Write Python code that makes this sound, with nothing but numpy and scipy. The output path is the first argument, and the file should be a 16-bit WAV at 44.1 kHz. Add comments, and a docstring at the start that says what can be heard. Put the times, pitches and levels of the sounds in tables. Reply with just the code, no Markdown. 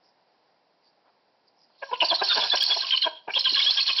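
"""Harsh chatter at a stork's nest: two bouts of about ten syllables a second, after a quiet forest opening.
Each syllable falls from thin squeaks through a squeal near 3 kHz, which breaks into subharmonics at a half
and a third of its pitch, sometimes down to a croak of pulses filtered by the throat. Turbulent air hisses
in the resonances of throat and bill. Feet shift on the nest, small birds call far off, and scattering
from the trees gives a short echo."""
import sys
import numpy as np
from scipy import signal
from scipy.fft import rfft, irfft
from scipy.io import wavfile

SR = 44100
rng = np.random.default_rng(int(sys.argv[2]) if len(sys.argv) > 2 else 0)


def dump(signal):
    """Clip the signal to [-1, 1] and save it as 16-bit WAV at the path in sys.argv[1]."""
    limited = np.clip(np.atleast_2d(signal).T, -1, 1)
    pcm = np.round(limited * 32767).astype(np.int16)
    wavfile.write(sys.argv[1], SR, pcm)


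N = 176400
TIME = np.arange(N) / SR

# spectrum of the forest air: (frequency [Hz], spectral density [dB])
FOREST_SPECTRUM = [(30, -29.5), (75, -26.5), (150, -9.5), (400, -5), (750, 0.5), (1000, -3.5),
                   (1200, -12.5), (1550, -11.5), (3500, -18.5), (4900, -11.5), (5800, -24)]
# calls of small, distant birds: (middle [s], length [s], pitch [Hz], level [dB])
FAR_CALLS = [(0.073, 0.083, 5100, -68.5), (0.871, 0.069, 4740, -67), (1.482, .02, 4760, -64),
             (1.619, 0.075, 5000, -63.5)]
# reflections from nest and trunk: (delay [s], level [dB])
REFLECTIONS = [(.0031, -21.5), (.0068, -19.5)]
# stereo balance: (frequency [Hz], left minus right [dB])
BALANCE = [(2200, 0), (2900, -0.5), (3500, -1.5), (4300, -4.5), (5500, -1.5)]
# feet shifting on the nest: (middle [s], length [s], centre frequency [Hz], level [dB])
FOOT_SCUFFS = [(1.08, 0.05, 780, -64.5), (1.707, 0.018, 720, -67.5), (3.525, .02, 270, -46.5)]
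# resonances of throat and bill: (frequency [Hz], half-width [Hz], gain [dB])
AIRWAY_MODES = [(714, 300, -13.5), (1030, 110, -8), (1650, 230, -11), (2640, 560, -7.5), (3250, 500, -1.5),
                (4300, 370, 5.5), (5200, 230, -2), (5500, 350, -9)]
# envelope of the hiss: (time [s], level [dB])
HISS_ENVELOPE = [(1.62, -92), (1.80, -61.5), (1.835, -51), (1.90, -54.5), (1.96, -51), (1.995, -48.5),
                 (2.02, -35), (2.06, -30), (2.125, -39.5), (2.155, -29), (2.18, -44.5), (2.22, -40),
                 (2.24, -25), (2.265, -30), (2.29, -25), (2.32, -32), (2.345, -26), (2.42, -27.5),
                 (2.495, -30.5), (2.525, -37.5), (2.56, -27.5), (2.595, -31), (2.66, -28.5), (2.77, -28.5),
                 (2.81, -31), (2.845, -39), (2.89, -28.5), (2.94, -44.5), (2.975, -33), (3.0, -40),
                 (3.05, -38.5), (3.10, -56), (3.15, -67), (3.275, -68), (3.325, -46), (3.35, -37.5),
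                 (3.395, -31), (3.43, -38), (3.45, -36.5), (3.495, -36), (3.525, -31), (3.56, -32.5),
                 (3.64, -26), (3.675, -32), (3.71, -27.5), (3.80, -30), (3.855, -37), (3.88, -27),
                 (3.955, -33.5), (3.97, -27.5)]
# wandering squeaks within the hiss: (centre pitch [Hz], swing [fraction], relative level [dB])
HISS_WARBLES = [(4336, 0.049, -5.5), (5200, .035, -8), (3100, .09, -11)]
# lower throat resonances: (frequency [Hz], half-width [Hz], gain [dB])
LOW_FORMANTS = [(105, 200, -18.5), (442.5, 76, -4.5), (678.5, 130, 1.5), (961, 103, 3)]
# upper throat resonances: (frequency [Hz], half-width [Hz], gain [dB])
HIGH_FORMANTS = [(1480, 140, -4.5), (1646, 99, 1.5), (2450, 300, -6)]
# croaks: (middle [s], length [s], lowest pitch [Hz], level [dB], roughness [0-1], upper formants [dB])
CROAK_NOTES = [ (1.832, 0.012, 529.2, -28.5, 0.4, -1.5), (1.898, 0.015, 972, -39.5, 0.2, -11),
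               (1.918, 0.0078, 453, -29.5, 0.5, -5.5), (1.934, 0.012, 498.6, -21, 0.35, -25),
               (2.033, 0.02, 326.6, -20.5, 0.3, -13.5), (2.127, 0.022, 342.3, -22, 0.4, -9),
               (2.223, 0.013, 365, -19, 0.5, -5), (2.316, 0.024, 1374, -25.5, .2, 7),
               (2.38, 0.033, 354, -24, 1, -3.5), (2.439, 0.055, 378, -32, 1, 0.5),
               (2.543, 0.016, 350.4, -22, 0.7, -0.5), (2.71, 0.037, 360, -34.5, 0.8, 3.5),
               (2.771, .010, 341.4, -28, 0.68, -25.5), (3.071, 0.018, 343.6, -21.5, 0.4, -5),
               (3.285, 0.0095, 360, -27.5, 0.7, -9.5), (3.3, 0.013, 401.2, -32, 0.5, 4.5),
               (3.373, 0.016, 520, -31.5, 0.4, -13.5)]
# squeaks: (middle [s], length [s], pitch [Hz], level [dB])
SQUEAK_NOTES = [ (2.053, 0.015, 4646, -22.5), (2.091, 0.011, 4496, -23.5), (2.102, 0.015, 4233, -22),
                (2.143, 0.0047, 4154, -22.5), (2.153, .014, 4300, -22), (2.290, 0.0093, 4300, -21),
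                (2.504, 0.0087, 4027, -19), (2.557, 0.0096, 4200, -24), (2.56, 0.0045, 5456, -19.5),
                (2.574, .006, 3100, -20.5), (2.581, .010, 4700, -26.5), (2.609, 0.0056, 3250, -17),
                (2.616, 0.018, 4580, -25.5), (2.640, .008, 4410, -20), (2.69, 0.018, 4640, -25.5),
                (2.747, 0.0091, 4300, -25.5), (2.791, 0.0047, 4300, -24.5), (2.809, 0.013, 4184, -23),
                (2.911, .006, 3020, -15.5), (2.973, 0.0043, 4250, -21), (2.978, .007, 3100, -19.5),
                (3.020, .006, 4270, -21), (3.025, 0.0045, 3050, -15), (3.031, 0.0069, 4120, -18),
                (3.172, 0.043, 3200, -46), (3.307, 0.0069, 2376, -29), (3.341, .007, 2875, -22),
                (3.392, 0.0087, 4140, -22), (3.396, 0.0078, 5200, -21), (3.41, 0.0073, 4210, -21.5),
                (3.446, .008, 2990, -26), (3.452, .012, 4160, -21), (3.496, .008, 4225, -19),
                (3.503, 0.0077, 2880, -26), (3.507, 0.0067, 4160, -18.5), (3.539, .007, 4185, -20.5),
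                (3.546, .006, 2847, -19), (3.553, .012, 4140, -19.5), (3.604, .010, 2260, -25),
                (3.651, 0.0044, 3016, -22), (3.655, .012, 4100, -24), (3.699, 0.0085, 3547, -17.5),
                (3.716, 0.02, 4406, -23.5), (3.808, 0.008, 2624, -24), (3.812, 0.022, 4380, -20.5),
                (3.83, 0.0085, 4300, -20), (3.876, .014, 4224, -20.5), (3.904, 0.014, 2600, -25),
                (3.916, 0.0047, 2996, -20.5), (3.935, .008, 4325, -22.5), (3.97, 0.014, 4360, -24.5)]
# squeals: (start [s], length [s], first pitch [Hz], last pitch [Hz], level [dB], roughness [0-1],
# relative level at half pitch [dB], relative level at third pitch [dB])
SQUEAL_NOTES = [ (1.927, .035, 3200, 2598, -35.5, .8, -5.5, -11),
                (2.004, 0.026, 3050, 2683, -18.5, 0.6, -31.5, -11.5),
                (2.101, .022, 3550, 3185, -21, .3, -27, -16),
                (2.188, .022, 4000, 3780, -29, .55, -29.5, -10.5),
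                (2.297, 0.038, 3753, 3470, -21, 0.29, -22.5, -18.5),
                (2.404, .040, 3604, 3365, -25, 0.5, -28, -17),
                (2.517, .022, 3434, 3458, -19, 0.083, -12.5, -22),
                (2.622, .012, 3200, 3420, -20.5, 0.19, -10, -31),
                (2.704, .032, 3370, 3360, -19.5, 0.19, -22, -22),
                (2.815, .040, 3486, 2910, -34.5, 0.66, -7, -0.5),
                (2.921, .033, 3250, 2964, -19.5, 0.39, -19, -16),
                (3.035, 0.021, 3117, 3280, -21, 0.26, -16.5, -13),
                (3.351, .030, 3300, 3205, -21, 0.49, -32, -18.5),
                (3.453, .030, 3348, 2988, -20, 0.4, -12.5, -15),
                (3.555, .032, 3400, 3250, -23, 0.7, -8.5, -12),
                (3.589, .022, 3367, 3334, -22, 0.6, -16, -26),
                (3.617, .02, 2800, 4060, -22, 0.42, -26, -30),
                (3.663, 0.031, 3250, 3410, -19, .1, -17, -21.5),
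                (3.771, .030, 3300, 3303, -22.5, .5, -12, -14.5),
                (3.879, .027, 3300, 3250, -22.5, 0.63, -18, -9),
                (3.98, .025, 3300, 3100, -21.5, 0.59, -22, -13.5)]

FLUTTER_HZ, SPLUTTER_HZ = 271.5, 90  # bandwidths of the random modulation of tones and of breath


def from_db(db):
    """Amplitude ratio of a level in decibels."""
    return 10 ** (np.asarray(db) / 20)


def unit_rms(x):
    """Normalisation to unit mean power."""
    return x / np.sqrt(np.mean(x ** 2) + 1e-20)


def colour(x, points):
    """Spectral shaping by a curve of (frequency [Hz], gain [dB])."""
    hz, db = np.transpose(points)
    bins = np.maximum(np.arange(N + 1) * SR / (2 * N), 1)
    gain = from_db(np.interp(np.log(bins), np.log(hz), db))
    return irfft(rfft(x, 2 * N) * gain)[..., :N]


def drift(corner_hz, size=8192):
    """Random fluctuation: low-passed noise of unit rms."""
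    r = np.exp(-2 * np.pi * corner_hz / SR)
    return unit_rms(signal.lfilter([1], [1, -2 * r, r * r], rng.standard_normal(size)))


def resonate(x, modes):
    """Parallel resonators of alternating sign, each applied twice for deep valleys."""
    out = 0
    for k, (hz, half_width, db) in enumerate(modes):
        r = np.exp(-2 * np.pi * half_width / SR)
        section = [(1 - r * r) / 2, 0, (r * r - 1) / 2, 1, -2 * r * np.cos(2 * np.pi * hz / SR), r * r]
        out = out + (-1) ** k * from_db(db) * signal.sosfilt([section, section], x + 1e-18)
    return out


def note(length, edge_s, size=8192):
    """Time window centred in a buffer: position in the note (-1 to 1) and a soft-edged envelope."""
    t = (np.arange(size) - size // 2) / SR
    position = np.clip(2 * t / length, -1, 1)
    return position, .5 + .5 * np.tanh(2 * (length / 2 - np.abs(t)) / edge_s)


def add(out, middle, x):
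    """Superposition of a buffer, centred on a time."""
    at = int(middle * SR) - len(x) // 2 + np.arange(len(x))
    inside = (at >= 0) & (at < N)
    out[at[inside]] += x[inside]


def oscillate(hz):
    """A sinusoid whose phase is the integral of its frequency."""
    return np.sin(2 * np.pi * np.cumsum(hz) / SR)


def whistle(length, edge_s, first_hz, last_hz, arch, rough):
    """A gliding, arched tone, roughened by the sidebands of frequency and amplitude modulation."""
    position, envelope = note(length, edge_s)
    glide_hz = first_hz + (last_hz - first_hz) * (position + 1) / 2
    arched_hz = glide_hz * (1 + arch * (1 / np.pi - position ** 2))
    hz = arched_hz * (1 + .06 * rough * drift(FLUTTER_HZ))
    rasp_hz = 520 * 2 ** (drift(FLUTTER_HZ) / 2)  # a second, uneven vibration
    rasp = 1 + .72 * rough * oscillate(rasp_hz)
    shimmer = from_db(9 * rough * np.tanh(drift(FLUTTER_HZ)))
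    return envelope * unit_rms(oscillate(hz) * rasp * shimmer)


def forest_air():
    """Ambient noise: a steady spectrum whose level wavers slightly."""
    level_db = -66.5 + .4 * drift(corner_hz=5, size=N)
    return from_db(level_db) * unit_rms(colour(rng.standard_normal(N), FOREST_SPECTRUM))


def far_birds():
    """Thin calls of small birds, attenuated and blurred by distance."""
    out = np.zeros(N)
    for middle, length, hz, db in FAR_CALLS:
        add(out, middle, from_db(db) * whistle(length, length / 2, hz, hz, arch=0, rough=.71))
    return out


def near_echoes(x):
    """Early reflection: nest and trunk each return a delayed, weaker copy."""
    return sum(from_db(db) * np.pad(x, (int(delay * SR), 0))[:N] for delay, db in REFLECTIONS)


def tree_echo(x, t60_s=.32, delay_s=.0049, level_db=-12):
    """Reverberation: dense scattering from the trunks decays exponentially."""
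    t = TIME[:SR]
    tail = rng.standard_normal(SR) * from_db(-60 * t / t60_s) * (t > delay_s)
    return from_db(level_db) * signal.fftconvolve(x, tail / np.sqrt(np.sum(tail ** 2)))[:N]


def steps():
    """Damped resonance: feet excite soft scuffs and a dull knock in the sticks of the nest."""
    out = np.zeros(N)
    for middle, length, hz, db in FOOT_SCUFFS:
        _, envelope = note(length, length / 2)
        sticks = resonate(rng.standard_normal(len(envelope)), [(hz, .54 * hz, 0)])
        add(out, middle, from_db(db) * envelope * unit_rms(sticks))
    return out


def hiss():
    """Turbulence excites throat and bill, each resonance flickering alone, amid broken squeaking."""
    air = 0
    for mode in AIRWAY_MODES:
        turbulence = rng.standard_normal(N) * from_db(5.5 * drift(SPLUTTER_HZ, N))
        air = air + resonate(turbulence, [mode])
    out = from_db(-2.5) * unit_rms(air)
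    for centre_hz, swing, db in HISS_WARBLES:
        hz = centre_hz * (1 + swing * drift(corner_hz=70, size=N) + .025 * drift(FLUTTER_HZ, N))
        bursts = from_db(9.5 * np.tanh(drift(SPLUTTER_HZ, N)))
        out = out + from_db(db) * unit_rms(bursts * oscillate(hz))
    return from_db(np.interp(TIME, *np.transpose(HISS_ENVELOPE))) * out


def croaks(dip=.04987, jitter=.2):
    """Source and filter: uneven pulses that dip in pitch, with air noise, drive the throat's formants."""
    out = np.zeros(N)
    for middle, length, lowest_hz, db, rough, upper_db in CROAK_NOTES:
        position, envelope = note(length, .81 * length)
        hz = lowest_hz * (1 + dip * position ** 2) * (1 + jitter * rough * drift(corner_hz=150))
        cycles = np.cumsum(hz) / SR
        pulses = unit_rms(np.diff(np.floor(cycles), prepend=0))
        breath = rng.standard_normal(len(envelope))
        source = envelope * (np.sqrt(1 - rough ** 2) * pulses + rough * breath)
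        voice = resonate(source, LOW_FORMANTS) + from_db(upper_db) * resonate(source, HIGH_FORMANTS)
        envelope_rms = np.sqrt(np.mean(envelope ** 2))
        add(out, middle - .002, from_db(db) * envelope_rms * unit_rms(voice))
    return out


def squeaks():
    """Register jumps: brief high notes as the voice flips up between squeals."""
    out = np.zeros(N)
    for middle, length, hz, db in SQUEAK_NOTES:
        add(out, middle, from_db(db - 1) * whistle(length, .46 * length, hz, hz, arch=.0147, rough=.46))
    return out


def squeals():
    """Period doubling and tripling: each syllable's core tone breaks to half, then a third of its pitch."""
    out = np.zeros(N)
    for start, length, first_hz, last_hz, db, rough, half_db, third_db in SQUEAL_NOTES:
        core = whistle(length, .004, first_hz, last_hz, arch=.02, rough=rough)
        add(out, start + length / 2, from_db(db) * core)
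        for divisor, share_elapsed, relative_db in [(2, .3, half_db), (3, .75, third_db)]:
            hz = (first_hz + last_hz) / 2 / divisor
            subharmonic = whistle(.63 * length, .011, hz, hz, arch=.02, rough=.43)
            add(out, start + share_elapsed * length, from_db(db + relative_db) * subharmonic)
    return out


def scene():
    """Superposition of sources, echoes and forest air; a level difference leans the treble right."""
    direct = squeals() + squeaks() + croaks() + hiss() + steps() + far_birds()
    mono = direct + near_echoes(direct) + forest_air() + tree_echo(direct)
    return np.array([colour(mono, [(hz, side * db / 2) for hz, db in BALANCE]) for side in (1, -1)])


def record(dry, ceiling=.35, band_hz=5720, cutoff_hz=15700, tick_s=2.631):
    """Soft saturation and band limiting; a fizz that follows the treble and one tick exceed the band."""
    rounded = dry / (1 + (dry / ceiling) ** 4) ** (1 / 4)
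    narrow = signal.sosfilt(signal.ellip(8, .3, 40, band_hz, fs=SR, output="sos"), rounded)
    treble_strength = np.abs(np.gradient(narrow, axis=-1))
    fizz = resonate(treble_strength * rng.standard_normal(N), [(band_hz, 940, -27.5)])
    tick = from_db(-13) * (np.arange(N) == int(tick_s * SR))
    return signal.sosfilt(signal.ellip(8, .1, 60, cutoff_hz, fs=SR, output="sos"), narrow + fizz + tick)


dry = scene()
out = record(dry)
dump(out)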